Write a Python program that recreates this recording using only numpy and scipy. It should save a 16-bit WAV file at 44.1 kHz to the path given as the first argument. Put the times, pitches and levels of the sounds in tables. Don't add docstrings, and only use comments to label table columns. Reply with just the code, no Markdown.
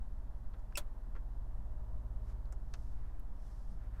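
import sys
import numpy as np
from scipy import signal
from scipy.fft import rfft, irfft, next_fast_len
from scipy.io import wavfile
from scipy.ndimage import map_coordinates

SR = 44100
rng = np.random.default_rng(int(sys.argv[2]) if len(sys.argv) > 2 else 0)


def unload_wav(signal):
    wavfile.write(
        sys.argv[1],
        SR,
        np.round(np.clip(np.atleast_2d(signal).T, -1, 1) * 32767).astype(np.int16),
    )


N = 176400

# freq_hz, gain_db
SNAP_SPECTRUM = [(200, -13), (800, -8), (2000, -10), (3500, -0.5), (5500, -2), (8000, 0.5), (10500, -2),
                 (14500, -5), (16000, -16)]
# freq_hz, gain_db
CRACK_SPECTRUM = [(800, -3), (3000, -2), (8000, -5), (14500, -8), (16000, -13)]


def amp(db):
    return 10 ** (np.asarray(db) / 20)


def unit(x):
    return x / np.sqrt(np.mean(x ** 2) + 1e-20)


def clock():
    return np.arange(N) / SR


def curves(rows):
    s, *cols = np.transpose(rows)
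    return [np.interp(clock(), s, c) for c in cols]


def wobble(rate):
    return map_coordinates(rng.standard_normal(N // 100), [clock() * rate], mode="wrap")


def filtered(x, response):
    m = next_fast_len(N + SR // 2)
    return irfft(rfft(x, m) * response(np.fft.rfftfreq(m, 1 / SR)), m)[:N]


def noise(spectrum):
    f, db = np.transpose(spectrum)
    colour = lambda hz: amp(np.interp(np.log(hz + 1), np.log(f + 1), db))
    return unit(filtered(rng.standard_normal(N), colour))


def blow(start, t60, rise):
    t = np.maximum(clock() - start, 0)
    return (1 - np.exp(-t / rise)) * amp(-60 * t / t60)


def swells(rows):
    t = clock()
    return sum(amp(db) * np.exp(-.5 * ((t - s) / np.where(t < s, rise, fall)) ** 2)
               for s, db, rise, fall in rows)


def engine():
    # time_s, turns_per_s
    crank_speed = [(0, 17.35), (.6, 17.9), (1.05, 17.7), (1.4, 17.46), (1.7, 17.53), (2.2, 17.66),
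                   (2.5, 17.4), (2.9, 17.72), (3.27, 17.8), (3.8, 17.2), (4, 17.6)]
    # time_s, throb_db, hum_db, whirr_db
    idle_levels = [(0, -43, -49, -78.5), (.5, -47.5, -49.5, -77), (1.0, -45, -53, -76),
                   (1.3, -41.5, -48.5, -75), (1.65, -47.5, -44.5, -73), (2.3, -44.5, -44.3, -71),
                   (2.6, -45, -47, -74), (3.05, -47.5, -46, -84), (3.37, -45.5, -53.5, -79),
                   (3.9, -45.5, -45.5, -79.5)]
    # crank_multiple, gain_db
    hum_harmonics = [(3, 0), (4, -13.5), (5, -19), (6, -10.5), (7, -35.5), (11, -28.5), (22, -33.5)]
    # freq_hz, gain_db
    whirr_spectrum = [(250, -21.5), (480, -5.5), (610, 6), (720, -3), (950, 4), (1400, -17), (2400, -33)]
    turns_per_s, = curves(crank_speed)
    throb_db, hum_db, whirr_db = curves(idle_levels)
    crank_angle = 2 * np.pi * np.cumsum(turns_per_s) / SR

    def harmonic(multiple):
        phase = multiple * crank_angle + rng.uniform(0, 2 * np.pi) + .014 * multiple * wobble(7.5)
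        return np.sqrt(2) * np.sin(phase) * amp(0.39 * wobble(16))

    hum = sum(amp(db) * harmonic(multiple) for multiple, db in hum_harmonics)
    whirr = noise(whirr_spectrum)
    whine = amp(-2) * harmonic(35)
    throb = harmonic(2)
    return amp(throb_db) * throb + amp(hum_db) * hum + amp(whirr_db) * (whirr + whine)


def air():
    # freq_hz, gain_db
    wind_spectrum = [(4, -2), (10, -11.5), (16, -1.5), (22, -9), (30, -22), (50, -22), (70, -24.5),
                     (110, -40.5), (200, -48), (500, -93)]
    traffic_spectrum = [(40, -5.5), (120, 4.5), (200, 5), (280, 2), (350, -4.5), (470, -7), (620, -4.5),
                        (1000, -7), (1400, -14.5), (1850, -18), (2300, -30.5), (4000, -33), (15000, -54.5)]
    hiss_spectrum = [(300, -5.5), (2500, 1.5), (4000, -0.5), (8000, -1.5), (14300, -2.5), (15200, -15),
                     (16000, -36)]
    wind = amp(-42 + 0.58 * wobble(9.6)) * noise(wind_spectrum)
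    traffic = amp(-62 + 0.096 * wobble(4)) * noise(traffic_spectrum)
    return wind + traffic + amp(-83.5) * noise(hiss_spectrum)


def clicks():
    # start_s, body_db, middle_db, crack_db, ring_hz, ring_db, treble_t60_s
    contacts = [(0.5375, -60.5, -80, -100, 3000, -68, 0.05), (0.592, -74, -83, -100, 5400, -76, 0.046),
                (0.7236, -66, -69, -85, 1390, -53.5, 0.015), (1.1517, -55, -79, -100, 1260, -61, 0.023),
                (1.1618, -56.5, -73, -100, 2030, -79, 0.038), (2.455, -68, -81, -100, 3840, -73, 0.033),
                (2.5241, -55.5, -75, -59, 6600, -55, .022), (2.7386, -49.5, -45.5, -55, 5400, -52.5, 0.022),
                (3.196, -82, -76, -80, 11500, -65.5, 0.032)]
    # freq_hz, gain_db
    body_spectrum = [(200, -18), (450, 5), (900, -9), (1300, 1), (2000, -8), (3000, -21), (6000, -42)]
    middle_spectrum = [(1200, -34), (2600, 6), (4000, 0.5), (5500, 1.5), (7000, -7), (9000, -18),
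                       (12000, -29), (15000, -32)]
    # pitch_multiple, gain_db
    ring_band = [(.5, -50), (.8, -6.5), (1, -2.5), (1.2, -5), (2, -25), (4, -68)]
    body, middle, crack = noise(body_spectrum), noise(middle_spectrum), noise(CRACK_SPECTRUM)
    out = np.zeros(N)
    for start_s, body_db, middle_db, crack_db, ring_hz, ring_db, treble_t60_s in contacts:
        ring = noise([(multiple * ring_hz, db) for multiple, db in ring_band])
        treble = amp(middle_db) * middle + amp(ring_db) * ring
        tail = amp(-8.5) * blow(start_s, t60=0.056, rise=0.0027)
        out += amp(body_db) * body * np.maximum(blow(start_s, 2.5 * treble_t60_s, rise=.0004), tail)
        out += treble * np.maximum(blow(start_s, treble_t60_s, rise=0.000098), tail)
        out += amp(crack_db) * crack * blow(start_s, t60=0.0083, rise=.0001)
    return out


def lock_squeak():
    # pitch_multiple, gain_db
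    harmonics = [(1, 0.5), (2, -7.5), (3, -10.5), (4, -28), (5, -28)]
    start_s, length_s, pitch_hz, rasp_rad = .7533, .0072, 2650, .38
    t = clock() - start_s
    rub = np.sin(np.pi * np.clip(t / length_s, 0, 1))
    phase = 2 * np.pi * pitch_hz * t + rasp_rad * wobble(1200)
    tone = sum(amp(db + 1.9 * wobble(900)) * np.sin(multiple * phase) for multiple, db in harmonics)
    grit = amp(-23) * noise(SNAP_SPECTRUM)
    slip = amp(-39) * rub * (tone + grit)
    cavity = rng.standard_normal(N) * blow(0.0043, t60=0.05, rise=0.0014)
    reflections = signal.fftconvolve(slip, cavity / np.linalg.norm(cavity))[:N]
    return slip + amp(-7) * reflections


def lock_snap():
    # start_s, level_db
    bolt_hits = [(0.7727, -35.5), (0.7764, -41)]
    # pitch_hz, gain_db, t60_s
    door_modes = [(328, -11.5, 0.13), (595, 1, 0.096), (1000, 0.5, 0.063), (1335, 4, 0.042),
                  (1380, 0, 0.031), (1469, -3.5, 0.05), (1837, 1.5, 0.026), (2477, 5.5, 0.03),
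                  (2660, -5, 0.042), (3390, 0.5, 0.061), (3600, -5, 0.062), (3930, 0, 0.043),
                  (4420, -6, 0.07), (6950, -9, 0.05), (8300, -8, 0.055), (9200, -6, 0.038),
                  (10300, 4, 0.032), (13320, -3, 0.032)]
    # freq_hz, gain_db
    panel_spectrum = [(120, -30), (290, -1.5), (600, -1), (1300, 1), (2200, -7), (5000, -25)]
    bolt, ring = np.zeros(N), np.zeros(N)
    for start_s, level_db in bolt_hits:
        snap = noise(SNAP_SPECTRUM) * blow(start_s, t60=0.061, rise=0.00049)
        crack = amp(6) * noise(CRACK_SPECTRUM) * blow(start_s, t60=0.0084, rise=.0001)
        bolt += amp(level_db) * (snap + crack)
    door_start_s = bolt_hits[0][0] + 0.0027
    for pitch_hz, gain_db, t60_s in door_modes:
        phase = 2 * np.pi * pitch_hz * clock() + rng.uniform(0, 2 * np.pi) + 0.48 * wobble(150)
        ring += amp(gain_db) * blow(door_start_s, t60_s, rise=0.0025) * np.sin(phase)
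    clunk = blow(door_start_s, t60=0.1, rise=0.0055)
    cab_afterring = amp(-18.5) * blow(door_start_s, t60=0.29, rise=0.0055)
    panel = noise(panel_spectrum) * (clunk + cab_afterring)
    return bolt + amp(-42) * ring + amp(-45.5) * panel


def rustles():
    # peak_s, level_db, rise_s, fall_s
    swishes = [(2.305, -76.5, 0.038, 0.021), (2.80, -77.5, 0.086, 0.12), (3.48, -76, 0.074, 0.17),
               (3.72, -85, 0.019, 0.024)]
    grainy_swells = [(2.30, -69.5, 0.023, 0.029), (3.04, -72.5, 0.073, .12), (3.47, -75.5, 0.057, 0.061),
                     (3.85, -71.5, 0.061, 0.036), (3.97, -67, 0.029, 0.087)]
    bumps = [(3.71, -58, 0.04, 0.045)]
    # freq_hz, gain_db
    cloth_spectrum = [(1000, 0.5), (2500, -8), (4000, -5), (5200, 1), (6000, -1.5), (7000, -5), (11000, -8),
                      (15000, -21)]
    grain_spectrum = [(300, -2.5), (1200, -1.5), (1800, -2.5), (2600, -13), (4000, -20.5), (9000, -28)]
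    thud_spectrum = [(80, -28), (135, 6), (165, 6), (220, -11), (500, -57)]
    cloth = swells(swishes) * unit(noise(cloth_spectrum) * amp(0.9 * wobble(120)))
    grain = swells(grainy_swells) * unit(noise(grain_spectrum) * amp(1.4 * wobble(200)))
    return cloth + grain + swells(bumps) * noise(thud_spectrum)


def scene():
    return (engine() + air() + lock_squeak() + lock_snap() + clicks() + rustles())[None]


def record(dry):
    cutoff_hz = 15750
    return filtered(dry[0], lambda hz: 1 / np.sqrt(1 + (hz / cutoff_hz) ** 120))[None]


dry = scene()
out = record(dry)
unload_wav(out)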